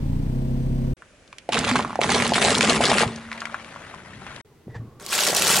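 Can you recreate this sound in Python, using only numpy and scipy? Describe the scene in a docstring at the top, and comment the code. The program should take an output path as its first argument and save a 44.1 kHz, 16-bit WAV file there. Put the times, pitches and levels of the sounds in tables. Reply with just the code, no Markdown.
"""On asphalt, close to a car: three scenes joined by hard cuts. The engine picks up and idles.
A coasting tyre flattens five upturned paper cups and rolls off left: bases cave in with a thump of air,
walls snap through, creases crackle. Last, a brake lets go with a squeak and a clunk, and a tyre
bursts a paper cup of hard-shelled candy: sugar shells split, loose sweets rattle."""
import sys
import numpy as np
from scipy import signal
from scipy.fft import rfft, irfft, next_fast_len
from scipy.io import wavfile
from scipy.ndimage import uniform_filter1d, map_coordinates

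SR = 44100
rng = np.random.default_rng(int(sys.argv[2]) if len(sys.argv) > 2 else 0)


def to_wav(s):
    """Save 16-bit WAV."""
    ch = np.atleast_2d(s).T  # columns
    pcm = np.round(np.clip(ch, -1, 1) * 32767)  # PCM
    wavfile.write(sys.argv[1], SR, pcm.astype(np.int16))


N = 246959
TIME = np.arange(N) / SR

# engine, cups, candy: start/s, end/s
SCENE_SPANS = [(0, .936), (.967, 4.414), (4.447, 5.7)]

# firing rate: t/s, f/Hz
FIRING_RATE = [(0, 27.7), (.12, 29.5), (.2, 30.1), (.38, 32.3), (.46, 32.75), (.93, 32.9)]
# exhaust orders, labouring and idling: multiple of firing rate, level/dB
LABOUR_ORDERS = [(1, -1.5), (2, -13), (3, -4), (4, -10.5), (5, -5), (6, -18), (7, -18), (9, -10), (10, -18)]
IDLE_ORDERS = [(1, 0.5), (2, -8), (3, -28), (4, 2.5), (4.5, -15), (5, -10.5), (6, -15.5), (7, -4),
               (8, -7.5), (9, -24.5), (11, -14.5), (15, -19.5), (16, -23), (19, -22), (21, -27.5)]
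IDLE_SHARE = [(.16, .05), (.38, 1)]  # t/s, share
WHINE_LEVEL = [(.3, -80), (.6, -69.5)]  # t/s, level/dB

# cup walls buckle or spring back, candy cup included: t/s, level/dB, f/Hz
WALL_POPS = [(1.022, -22.5, 1390), (1.329, -27.5, 1060), (1.5726, -3.5, 1560), (1.6426, -8.5, 1270),
             (1.7133, -11, 1180), (1.7564, -2, 1060), (1.7613, -2, 1340), (1.7931, -6.5, 910),
             (1.7999, -7.5, 890), (1.8485, -7, 1100), (1.896, -16.5, 1070), (1.9062, -14, 1070),
             (1.93, -16, 980), (1.9564, -10, 826), (2.0439, -8, 860), (2.0935, -2, 1800), (2.2557, -9, 850),
             (2.3813, -2, 1340), (2.4824, -5, 706), (2.578, -19, 1050), (2.6897, -9, 1030),
             (2.9154, -3.5, 740), (2.931, -4.5, 1150), (3.033, -4.5, 770), (3.3167, -11.5, 1953),
             (3.3231, -15, 1260), (3.4189, -10, 1440), (3.426, -17, 1150), (3.4546, -17, 1500),
             (3.471, -18.5, 1280), (3.5445, -6, 1394), (3.7612, -19.5, 1090), (3.9412, -20, 1050),
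             (4.266, -26, 982), (5.129, -9, 1410), (5.189, -9, 1540), (5.279, -11, 620),
             (5.299, -13.5, 460), (5.329, -9.5, 670), (5.371, -13, 660), (5.542, -14, 1180)]
# stiff creases and grit snap: t/s, level/dB, f/Hz
CREASE_CRACKS = [(1.277, -38.5, 3500), (1.3279, -27.5, 2300), (1.3842, -20.5, 3000), (1.4902, -20.5, 2000),
                 (1.5227, -13, 2580), (1.5325, -10, 2900), (1.5437, -6.5, 2800), (1.5902, -8.5, 6300),
                 (1.6484, -9.5, 2490), (1.6776, -10.5, 1700), (1.7131, -6, 2090), (1.8258, -19, 2370),
                 (1.9564, -28, 5500), (2.0149, -9, 2600), (2.094, -14.5, 1720), (2.1225, -22, 4170),
                 (2.1585, -18.5, 6230), (2.2005, -9, 2110), (2.2223, -4.5, 2100), (2.2528, -18, 2980),
                 (2.2664, -9, 2800), (2.2775, -12.5, 7500), (2.3361, -6.5, 2890), (2.3432, -6, 2970),
                 (2.3564, -3.5, 1890), (2.4172, -4.5, 2400), (2.4261, -2.5, 2230), (2.4491, -6, 3500),
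                 (2.4796, -13, 3330), (2.5048, -7.5, 3900), (2.5251, -14, 4570), (2.5515, -4, 3570),
                 (2.583, -9, 6500), (2.6085, -2, 2590), (2.629, -4.5, 3300), (2.647, -5.5, 2400),
                 (2.6962, -4.5, 3570), (2.7018, -9, 2820), (2.7585, -13, 2960), (2.8226, -6, 2050),
                 (2.826, -22, 7500), (2.839, -8, 3280), (2.8543, -1.5, 4350), (2.9166, -5.5, 2400),
                 (2.9502, -9.5, 1720), (2.9831, -2, 2000), (2.9952, -11.5, 4750), (3.0157, -5.5, 1680),
                 (3.0776, -22, 2830), (3.1608, -21, 5170), (3.329, -17, 2200), (3.378, -27.5, 2150),
                 (3.4046, -21, 4400), (3.4545, -14.5, 2200), (3.646, -26.5, 2226), (3.946, -26, 2000),
                 (4.266, -24, 1950), (4.362, -27.5, 2860)]
# rolling on asphalt: t/s, tread level/dB, rumble level/dB
ROLL_LEVELS = [(1.45, -42, -69), (1.6, -44.5, -48), (3.1, -47.5, -46), (3.35, -41.5, -51),
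               (3.6, -43.5, -51), (3.85, -43.5, -49.5), (4.1, -47.5, -48.5), (4.3, -42.5, -44),
               (4.42, -43.5, -48.5)]
# tyre bumps over rims, drops off the last cup: t/s, level/dB, f/Hz, t60/s
RIM_BUMPS = [(1.585, -33.5, 253, 0.19), (1.715, -24, 250, 0.24), (2.765, -25.5, 145, 0.063),
             (3.064, -22.5, 118.3, 0.078)]
JOLT_DEPTH = [(3.03, 1), (3.12, .1)]  # unsteadiness of the tyre's air ring: t/s, share
# cup bases cave in: t/s, level/dB, f/Hz
BASE_PUFFS = [(1.4918, -10.5, 638), (1.992, -6, 626), (2.3216, -6.5, 726), (2.8074, -6, 700)]
# cups under the tread: t/s, length/s, creasing level/dB, weight level/dB
CUP_CRUSHES = [(1.517, 0.29, -30.5, -28), (2.006, 0.31, -29.5, -25.5), (2.344, 0.24, -25, -27),
               (2.607, .16, -23.5, -24), (2.806, 0.21, -24.5, -28)]
# stages of collapse: t/s, length/s, level/dB
CUP_SURGES = [(1.524, 0.065, -25.5), (1.644, 0.032, -31), (1.678, 0.019, -21.5), (1.755, 0.012, -24.5),
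              (2.014, 0.024, -23), (2.093, 0.079, -21), (2.19, 0.062, -26.5), (2.357, 0.007, -22),
              (2.416, 0.048, -23.5), (2.442, 0.078, -23), (2.608, 0.034, -26), (2.687, 0.023, -20),
              (2.832, 0.074, -22.5), (2.912, 0.062, -30), (2.992, 0.035, -21.5)]
# crease treble, up as the tyre nears: t/s, level/dB
NEAR_TREBLE = [(1.5, -2.5), (2.5, 2), (3.1, -1)]
# tyre position: t/s, left minus right/dB
TYRE_PAN = [(1.0, -.5), (1.6, -1.8), (2.2, -1.2), (2.75, .5), (3.2, 1.6), (3.7, 3.8), (4.4, 4.8)]

# suspension takes up the load: t/s, level/dB, f/Hz, t60/s
SUSPENSION_THUDS = [(4.671, -26.5, 174, 0.022), (4.682, -25.5, 382, 0.0098), (4.69, -35.5, 122, 0.12),
                    (4.752, -43.5, 467, 0.094), (4.76, -33, 115.4, 0.14), (4.796, -34.5, 114.6, 0.26),
                    (4.818, -40.5, 236, 0.056), (4.848, -40, 206, 0.063)]
# slipping pad: t/s, f/Hz, level/dB
PAD_SQUEAK = [(4.68, 2010, -75), (4.705, 1965, -55), (4.74, 1930, -58), (4.748, 1850, -42.5),
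              (4.766, 1670, -41.5), (4.776, 1850, -50), (4.79, 1810, -56), (4.81, 1810, -90)]
# pad resonances: f/Hz, width/Hz, level/dB
PAD_MODES = [(900, 250, 26), (1710, 250, 19), (3340, 1070, -2)]
PAD_RUB = [(4.78, .26, -60.5)]  # t/s, length/s, level/dB
CREEP_LEVEL = [(4.64, -59), (4.7, -45), (4.84, -46.5), (4.92, -49), (5.2, -60)]  # t/s, level/dB

# candy cracking, and tyre weight on its cup: t/s, level/dB
CANDY_CRACKING = [(4.98, -50), (5.045, -49), (5.13, -29.5), (5.33, -30), (5.5, -24.5), (5.6, -37)]
CANDY_LOAD = [(5.05, -57), (5.15, -52), (5.33, -45), (5.6, -38)]
# sweets burst together: t/s, length/s, level/dB
CANDY_SURGES = [(5.122, 0.034, -26.5), (5.177, 0.076, -26.5), (5.266, 0.016, -24), (5.364, 0.016, -22),
                (5.416, 0.017, -26.5), (5.46, 0.077, -23), (5.54, 0.057, -25)]
# single shells split, hit the road: t/s, level/dB, f/Hz
SHELL_CRACKS = [(4.999, -38, 3474), (5.0243, -33, 7000), (5.0517, -29, 8320), (5.0634, -18, 5000),
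                (5.0911, -23, 6650), (5.1168, -19.5, 4420), (5.1345, -17.5, 4300), (5.1902, -6, 2630),
                (5.2066, -7, 4870), (5.2358, -8, 4010), (5.272, -8.5, 5000), (5.285, -11, 5940),
                (5.3044, -9, 4600), (5.349, -6.5, 7500), (5.3664, -6.5, 6920), (5.412, -11.5, 4740),
                (5.4207, -10, 2760), (5.4695, -10, 3360), (5.5252, -8, 8050), (5.5389, -8.5, 5030),
                (5.5574, -7.5, 4310), (5.5667, -5.5, 7000), (5.573, -5.5, 8800), (5.5872, -10.5, 7110)]

# noise spectra (yard, lane: outdoor backgrounds): f/Hz, density level/dB
ENGINE_SPECTRUM = [(25, 0.5), (130, -5), (260, -8.5), (420, -19), (650, -24.5), (1000, -30.5),
                   (1250, -39.5), (1900, -38.5), (2700, -41.5), (5000, -45.5), (7300, -50.5), (8500, -46),
                   (11000, -58), (13500, -50.5), (15000, -54), (15800, -68)]
YARD_SPECTRUM = [(15, -48.5), (25, -3.5), (134, -3), (444, -7.5), (588, -4.5), (884, -16.5), (1590, -12),
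                 (1900, -16), (2330, -12.5), (4070, -23), (6780, -23), (11000, -30.5), (14300, -58),
                 (22000, -120)]
PAPER_SPECTRUM = [(530, -35), (900, 5.5), (1300, -1.5), (1490, -8.5), (2120, -4), (2670, -7.5), (3440, -8),
                  (5690, -14), (7390, -13), (10500, -18), (11000, -24), (14300, -64.5), (22000, -120)]
TREAD_SPECTRUM = [(210, -46.5), (350, -5), (422, -10), (606, -1), (741, -3.5), (1190, -3.5), (1460, -2.5),
                  (1870, -3), (3890, -14), (5050, -19.5), (11000, -25.5), (14300, -68.5), (22000, -120)]
RUMBLE_SPECTRUM = [(20, -24), (86, -2.5), (231, -4.5), (333, -12.5), (450, -15), (800, -47)]
LANE_SPECTRUM = [(15, -46), (25, -15), (130, -8.5), (342, -14), (414, -3), (604, -20.5), (812, -16),
                 (1250, -22.5), (15800, -40.5)]
CREEP_SPECTRUM = [(40, -8), (119, 2.5), (200, -6), (347, -6), (800, -19.5), (1120, -32), (1400, -24.5),
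                  (6000, -55), (12000, -80)]
SUGAR_SPECTRUM = [(530, -26), (900, 6), (1140, -7.5), (1340, -4.5), (1960, -6), (3450, -10), (3700, -9),
                  (4230, -6.5), (7510, -2), (11000, -9), (15800, -19)]
# stereo width, close and all-round sound: f/Hz, side minus mid/dB
CLOSE_WIDTH = [(60, -18), (300, -18), (1300, -13.5), (4400, -8.5), (10000, -7)]
DIFFUSE_WIDTH = [(60, -20), (300, -13), (1000, 0)]
# echo between road and car body: f/Hz, t60/s
UNDERBODY_DECAY = [(200, 0.088), (2000, 0.19), (10000, 0.0097)]

SURGE_ATTACK_S, SURGE_T60_S = .00073, .11


def amp(db):
    """dB to gain."""
    return 10 ** (np.asarray(db) / 20)


def unit(x):
    """Scale to rms 1."""
    return x / np.sqrt(np.mean(x ** 2) + 1e-20)


def along(points, hz):
    """Read (f/Hz, value) points on a log axis."""
    f, v = np.transpose(points)
    return np.interp(np.log(hz + 1), np.log(f + 1), v)


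def curves(rows):
    """Per-sample curve for each column after t/s."""
    s, *cols = np.transpose(rows)
    return [np.interp(TIME, s, c) for c in cols]


def wobble(rate_hz):
    """Smooth random curve through knots at rate_hz."""
    return map_coordinates(rng.standard_normal(int(N * rate_hz / SR) + 4), [TIME * rate_hz])


def during(start_s, end_s):
    """Gate with 2 ms edges."""
    return np.clip(np.minimum(TIME - start_s, end_s - TIME) / .002, 0, 1)


def filtered(x, response):
    """Apply a frequency response."""
    size = next_fast_len(N + SR // 4)
    return irfft(rfft(x, size) * response(np.fft.rfftfreq(size, 1 / SR)), size)[..., :N]


def band(x, lo_hz, hi_hz):
    """Causal band-pass."""
    sos = signal.butter(3, [lo_hz, min(hi_hz, SR / 2 - 1)], "band", fs=SR, output="sos")
    return signal.sosfilt(sos, x)


def rush(spectrum, wide_db=0, width=CLOSE_WIDTH):
    """Coloured stereo noise, rms 1, narrow in the bass."""
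    def response(hz):
        return amp(along(spectrum, hz)) * [np.ones_like(hz), amp(along(width, hz) + wide_db)]
    mid, side = filtered(rng.standard_normal((2, N)), response)
    return unit(np.array([mid + side, mid - side]))


def steady(x, window_s=.057):
    """Hold running rms near 1; single grains still stand out."""
    power = np.mean(unit(x) ** 2, axis=0)
    size = max(int(window_s * SR), 8)
    running = uniform_filter1d(uniform_filter1d(power, size), size // 2)
    return unit(x) / np.sqrt(np.abs(running) + .0075)


def swells(rows, attack_s, t60_s):
    """Joint rise-hold-decay gain. Rows: t/s, length/s, level/dB."""
    power = np.zeros(N)
    for s, length_s, db in rows:
        first = int(s * SR)
        t = TIME[first:] - s
        attack = np.clip(t / attack_s, 0, 1)
        power[first:] += (attack * amp(db - 60 * np.maximum(t - length_s, 0) / t60_s)) ** 2
    return np.sqrt(power)


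def bursts(times_s, gains, t60_s, tail_db, tail_t60_s):
    """Fracture envelope: instant onset, fast decay, faint tail."""
    t = np.arange(SR // 8) / SR
    hits = np.bincount(np.clip(times_s * SR, 0, N - 1).astype(int), gains ** 2, N)
    power = amp(-60 * t / t60_s) ** 2 + amp(tail_db - 60 * t / tail_t60_s) ** 2
    return np.sqrt(np.abs(signal.fftconvolve(hits, power)[:N]))


def rings(times_s, gains, hz, t60_s, samples, swell_cycles=.42, rise=0):
    """Damped sines with soft onsets; pitch climbs by the share `rise` per t60."""
    t = np.arange(samples) / SR
    cycles = hz[:, None] * t * (1 + rise * t / t60_s[:, None] / 2)
    swell = 1 - np.exp(-(cycles / swell_cycles) ** 2)
    waves = gains[:, None] * np.sin(2 * np.pi * cycles) * amp(-60 * t / t60_s[:, None]) * swell
    index = (times_s * SR).astype(int)[:, None] + np.arange(samples)
    return np.bincount(index.ravel(), waves.ravel(), N)[:N]


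def engine():
    """Exhaust pulses change colour as revs settle; hiss swells per firing; a faint whine enters."""
    whine_hz, right_delay_s = 6019, .00043  # engine stands to the left
    firings = np.cumsum(curves(FIRING_RATE)[0]) / SR - .74
    settled, = curves(IDLE_SHARE)
    exhaust = np.zeros(N)
    for orders, share in (LABOUR_ORDERS, 1 - settled), (IDLE_ORDERS, settled):
        tones = np.zeros(N)
        for k, db in orders:
            phase = 2 * np.pi * k * firings - .075 * k ** 2  # pipe delays the higher orders
            tones += amp(db + .7 * wobble(14)) * np.cos(phase + .05 * wobble(12))
        exhaust += amp(-23.5) * share * unit(tones)
    whine_phase = 2 * np.pi * whine_hz * TIME + .5 * wobble(30.5)
    whine = amp(curves(WHINE_LEVEL)[0]) * (np.sin(whine_phase) + amp(-8) * np.sin(2 * whine_phase))
    hiss = unit(band(rush(ENGINE_SPECTRUM, width=DIFFUSE_WIDTH), 26, 20000))
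    left, right = exhaust + hiss * amp(-31.5 + np.cos(2 * np.pi * firings))
    return np.array([left, np.pad(right, (int(right_delay_s * SR), 0))[:N]]) + whine


def relaxing(pops_per_cup):
    """Flattened cups relax with faint random pops. Rows: t/s, level/dB, f/Hz."""
    s, length_s, db, _ = np.repeat(CUP_CRUSHES, pops_per_cup, axis=0).T
    when, strength, pitch = rng.uniform(-.27, 1, (len(s), 3)).T
    delay_s = .42 * (1 + when)
    return np.transpose([s + length_s + delay_s, db - 3 + 3 * strength, 1400 * np.exp(.35 * pitch)])


def wall_pops():
    """A wall snaps through: panel note, overtone, air push, hollow ring rising as the cup shrinks."""
    s, db, hz = np.vstack([WALL_POPS, relaxing(pops_per_cup=6)]).T
    detune = np.exp(.13 * rng.standard_normal((len(s), 2))).T
    note = rings(s - .0005, amp(db + 12), hz, 5 / hz, samples=1500, swell_cycles=1.15)
    overtone = rings(s, amp(db - 9.5), hz * 1.7 * detune[0], 5 / hz, samples=1000)
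    push = rings(s + .002, amp(db - 8), hz * .66, 5 / hz, samples=1500)
    hollow = rings(s + .00315, amp(db - 18), hz * detune[1], 32 / hz, samples=3000, rise=.14)
    snap = rush(PAPER_SPECTRUM) * bursts(s, amp(db - 23), t60_s=.005, tail_db=-10, tail_t60_s=.04)
    return note + overtone + push + hollow + snap


def fractures(rows, q, edge_db, t60_s, tail_t60_s):
    """Each break and its brief rustle ring one resonance behind a sharp edge."""
    out, t = np.zeros((2, N + SR)), np.arange(SR // 16) / SR
    envelope = amp(-60 * t / t60_s) + amp(-16 - 60 * t / tail_t60_s)
    for s, db, hz in rows:
        mid, side = rng.standard_normal((2, len(t))) * envelope
        mid[0] += 4  # the break
        click = signal.lfilter(*signal.iirpeak(hz, q, SR), [mid + side / 2, mid - side / 2])
        click += amp(edge_db - 60 * t / .006) * np.diff(mid, prepend=0)
        out[:, int(s * SR):][:, :len(t)] += amp(db) * click / np.abs(click).max()
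    return out[:, :N]


def cup_load(t60_s):
    """Tyre weight bears on each cup from just before to just after its creasing."""
    lead_s, overhang_s = .041, .0081
    rows = [(s - lead_s, lead_s + length_s + overhang_s, db) for s, length_s, _, db in CUP_CRUSHES]
    return swells(rows, attack_s=.13, t60_s=t60_s)


def facets(x, depth_db):
    """Facets ring at pitches that shift every few hundredths of a second."""
    spectra = signal.stft(x, nperseg=512)[2]

    def patches(bins):
        noise = rng.standard_normal(spectra.shape[1:])
        return unit(uniform_filter1d(uniform_filter1d(noise, bins, 0), 4, 1))
    field = np.clip(.75 * patches(bins=2) + .65 * patches(bins=9), -2, 2)
    return signal.istft(spectra * amp(depth_db * field), nperseg=512)[1][:, :N]


def thuds(rows):
    """Low damped knocks."""
    s, db, hz, t60_s = np.transpose(rows)
    return rings(s - .002, amp(db + 8.5), hz, t60_s, samples=8000)


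def tyre(weight):
    """Tread hisses over grit; the air ring inside is jolted by the cups, then hums freely."""
    cavity_hz = 227.5
    tread_db, rumble_db = curves(ROLL_LEVELS)
    tread = unit(facets(rush(TREAD_SPECTRUM, wide_db=2.5), depth_db=3))
    tread *= amp(tread_db + wobble(25) + 1.8 * wobble(300))
    jolt, = curves(JOLT_DEPTH)
    phase = 2 * np.pi * cavity_hz * TIME + 1.6 * jolt * wobble(32)
    ringing = np.hypot(amp(-1.5) * weight, amp(-5.5) * cup_load(t60_s=2.13))
    hum = ringing * amp(jolt * (3.5 * wobble(22) - 3)) * np.sin(phase)
    rumble = np.hypot(amp(rumble_db), amp(-9.5) * weight) * rush(RUMBLE_SPECTRUM)
    return (tread + rumble + hum + thuds(RIM_BUMPS)) * during(1.49, 4.5)


def base_puffs():
    """A base caves in at first touch: round thump of the air inside, lower push, two rebounds."""
    rebound_s, rebound_loss_db, half_length_cycles = .00569, 9, .81
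    out = np.zeros(N)
    for s, db, hz in BASE_PUFFS:
        for k in range(3):
            cycles = (TIME - s - k * rebound_s) * hz
            near = np.abs(cycles) < 10
            c = cycles[near]
            thump = np.cos(2 * np.pi * c) * np.exp(-(c / half_length_cycles) ** 2)
            push = np.sin(np.pi * c) * np.exp(-((c - 1) / 2) ** 2)
            out[near] -= amp(db - k * rebound_loss_db) * (thump + amp(-18) * push)
    return out


def crackle(spectrum, pressure, treble_db, scatter_db, facet_db, count):
    """Clumped swarm of tiny fractures, louder with pressure."""
    when, strength = rng.random((count, 2)).T
    gains = amp(-scatter_db * np.log(strength + .015))
    snaps = bursts(when * N / SR, gains, t60_s=.0045, tail_db=-15, tail_t60_s=.025)
    grains = facets(rush(spectrum), facet_db) * snaps * amp(wobble(90))
    body = steady(band(grains, 1400, 4500), window_s=.03)
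    edge = steady(band(grains, 4500, 16000), window_s=.03)
    return pressure * (body + amp(treble_db) * edge)


def ring_swarm(lo_hz, hi_hz, cycles, scatter_db, slope, count, samples):
    """Random folds or knocks, each at its own pitch, 60 dB down after `cycles`."""
    when, pitch, strength, sign = rng.random((count, 4)).T
    hz = lo_hz * (hi_hz / lo_hz) ** pitch
    gains = amp(-scatter_db * np.log(strength + .075)) * hz ** slope * np.sign(sign - .5)
    swarm = rings(when * N / SR, gains, hz, cycles / hz, samples)
    return steady(band(swarm, lo_hz * .8, hi_hz * 1.15)[None])


def cups(weight):
    """Cups crease, rustle and fold in surges under the tread, thumping on the road."""
    crushes = np.array(CUP_CRUSHES)[:, :3]
    surges = swells(CUP_SURGES, SURGE_ATTACK_S, SURGE_T60_S)
    creasing = swells(crushes, attack_s=.0047, t60_s=.13)
    rustling = amp(-8.5) * swells(crushes, attack_s=.0047, t60_s=.75)
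    pressure = np.hypot(np.hypot(creasing, rustling), surges)
    treble_db = curves(NEAR_TREBLE)[0] - 5.5
    creases = crackle(PAPER_SPECTRUM, pressure, treble_db, scatter_db=3.4, facet_db=4.6, count=8000)
    folding = np.hypot(amp(-3) * swells(crushes, attack_s=.034, t60_s=.45), amp(-3.5) * surges)
    folds = ring_swarm(374, 1346, cycles=17, scatter_db=-3, slope=.35, count=1900, samples=2000)
    thumps = ring_swarm(108, 320, cycles=9, scatter_db=2.5, slope=1.1, count=900, samples=3600)
    return amp(-2.6) * creases + folding * folds + amp(-5.5) * weight * thumps


def brake():
    """Pads slip with a falling squeak and rub on; the suspension thuds; the car creeps."""
    def pad_response(f):
        return sum(amp(db) * 1j * f * width_hz / (hz * hz - f * f + 1j * f * width_hz)
                   for hz, width_hz, db in PAD_MODES)
    squeak_hz, squeak_db = curves(PAD_SQUEAK)
    flutter = amp(2.5 * wobble(300))
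    squeak = flutter * np.sin(2 * np.pi * np.cumsum(squeak_hz + 55 * wobble(500)) / SR)
    scrape = unit(band(filtered(rng.standard_normal(N), pad_response), 450, 7500))
    slip = amp(squeak_db) * (squeak + .65 * scrape)
    creep = amp(curves(CREEP_LEVEL)[0]) * rush(CREEP_SPECTRUM)
    rub = swells(PAD_RUB, attack_s=.027, t60_s=.3) * unit(band(rng.standard_normal(N), 1055, 1185))
    return thuds(SUSPENSION_THUDS) + slip + creep + rub


def candy():
    """Sugar shells shatter, loose sweets rattle; the cup folds, thumps and drums on the tyre."""
    surges = swells(CANDY_SURGES, SURGE_ATTACK_S, SURGE_T60_S)
    cracking = np.hypot(amp(curves(CANDY_CRACKING)[0]), surges)
    weight = amp(curves(CANDY_LOAD)[0])
    folding = np.hypot(amp(-8) * cracking, amp(9.5) * weight)
    shatter = crackle(SUGAR_SPECTRUM, cracking, treble_db=1.5, scatter_db=2.8, facet_db=4, count=11000)
    rattle = ring_swarm(2600, 10000, cycles=40, scatter_db=3, slope=0, count=3000, samples=700)
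    folds = ring_swarm(315, 1500, cycles=15.5, scatter_db=4.5, slope=.81, count=3200, samples=1400)
    thumps = ring_swarm(78, 150, cycles=7, scatter_db=0, slope=.8, count=500, samples=3500)
    drum = ring_swarm(190, 240, cycles=14, scatter_db=1, slope=0, count=500, samples=3000)
    shells = fractures(SHELL_CRACKS, q=1.6, edge_db=-21, t60_s=.012, tail_t60_s=.03)
    sweets = amp(-2) * shatter + amp(-4) * cracking * rattle
    cup = folding * folds + weight * (amp(-2) * thumps + amp(1.5) * drum)
    return (sweets + cup) * during(4.996, 5.7) + shells


def underbody(x, wet_db):
    """Add the short diffuse echo under the car."""
    hz, t, spectra = signal.stft(rng.standard_normal((3, SR // 5)), SR, nperseg=256)
    decay = amp(-60 * t / along(UNDERBODY_DECAY, hz)[:, None])
    left, right, shared = signal.istft(spectra * decay, SR, nperseg=256)[1]
    tail = np.pad([left + shared, right + shared], ((0, 0), (SR // 400, 0)))
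    return x + amp(wet_db) * signal.fftconvolve(x, tail / np.linalg.norm(tail[0]), axes=1)[:, :N]


def panned(x, lead_samples_per_db, shade_hz):
    """The side nearer the tyre leads and, above shade_hz, is louder."""
    pan_db, = curves(TYRE_PAN)
    sides = np.array([[.5], [-.5]])
    highs = filtered(x, lambda hz: hz ** 2 / (hz ** 2 + shade_hz ** 2))
    shaded = x + (amp(sides * pan_db) - 1) * highs
    positions = np.arange(N) + sides * lead_samples_per_db * pan_db
    return np.array([map_coordinates(channel, [at]) for channel, at in zip(shaded, positions)])


def scene():
    """Engine, cups, candy in turn; the last two over wide outdoor backgrounds."""
    weight, pops = cup_load(t60_s=.51), wall_pops()
    paper = cups(weight) + pops + base_puffs()
    paper += fractures(CREASE_CRACKS, q=2.2, edge_db=-20, t60_s=.013, tail_t60_s=.05)
    rolling = underbody(paper, wet_db=-15) + tyre(weight)
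    cup_scene = panned(rolling, lead_samples_per_db=.65, shade_hz=240)
    cup_scene += amp(-54) * rush(YARD_SPECTRUM, wide_db=6)
    candy_scene = brake() + underbody(candy() + pops, wet_db=-11.5)
    candy_scene += amp(-57) * rush(LANE_SPECTRUM, wide_db=6)
    scenes = engine(), cup_scene, candy_scene
    return sum(sound * during(*span) for sound, span in zip(scenes, SCENE_SPANS))


def record(dry):
    """Soft peak limit, then low-pass; narrower band in the cup scene."""
    ceiling, cups_top_hz, top_hz = .68, 11150, 15950
    rounded = dry / (1 + np.abs(dry / ceiling) ** 6) ** (1 / 6)
    narrowed = rounded - during(*SCENE_SPANS[1]) * filtered(rounded, lambda hz: hz > cups_top_hz)
    return filtered(narrowed, lambda hz: hz < top_hz)


dry = scene()
out = record(dry)
to_wav(out)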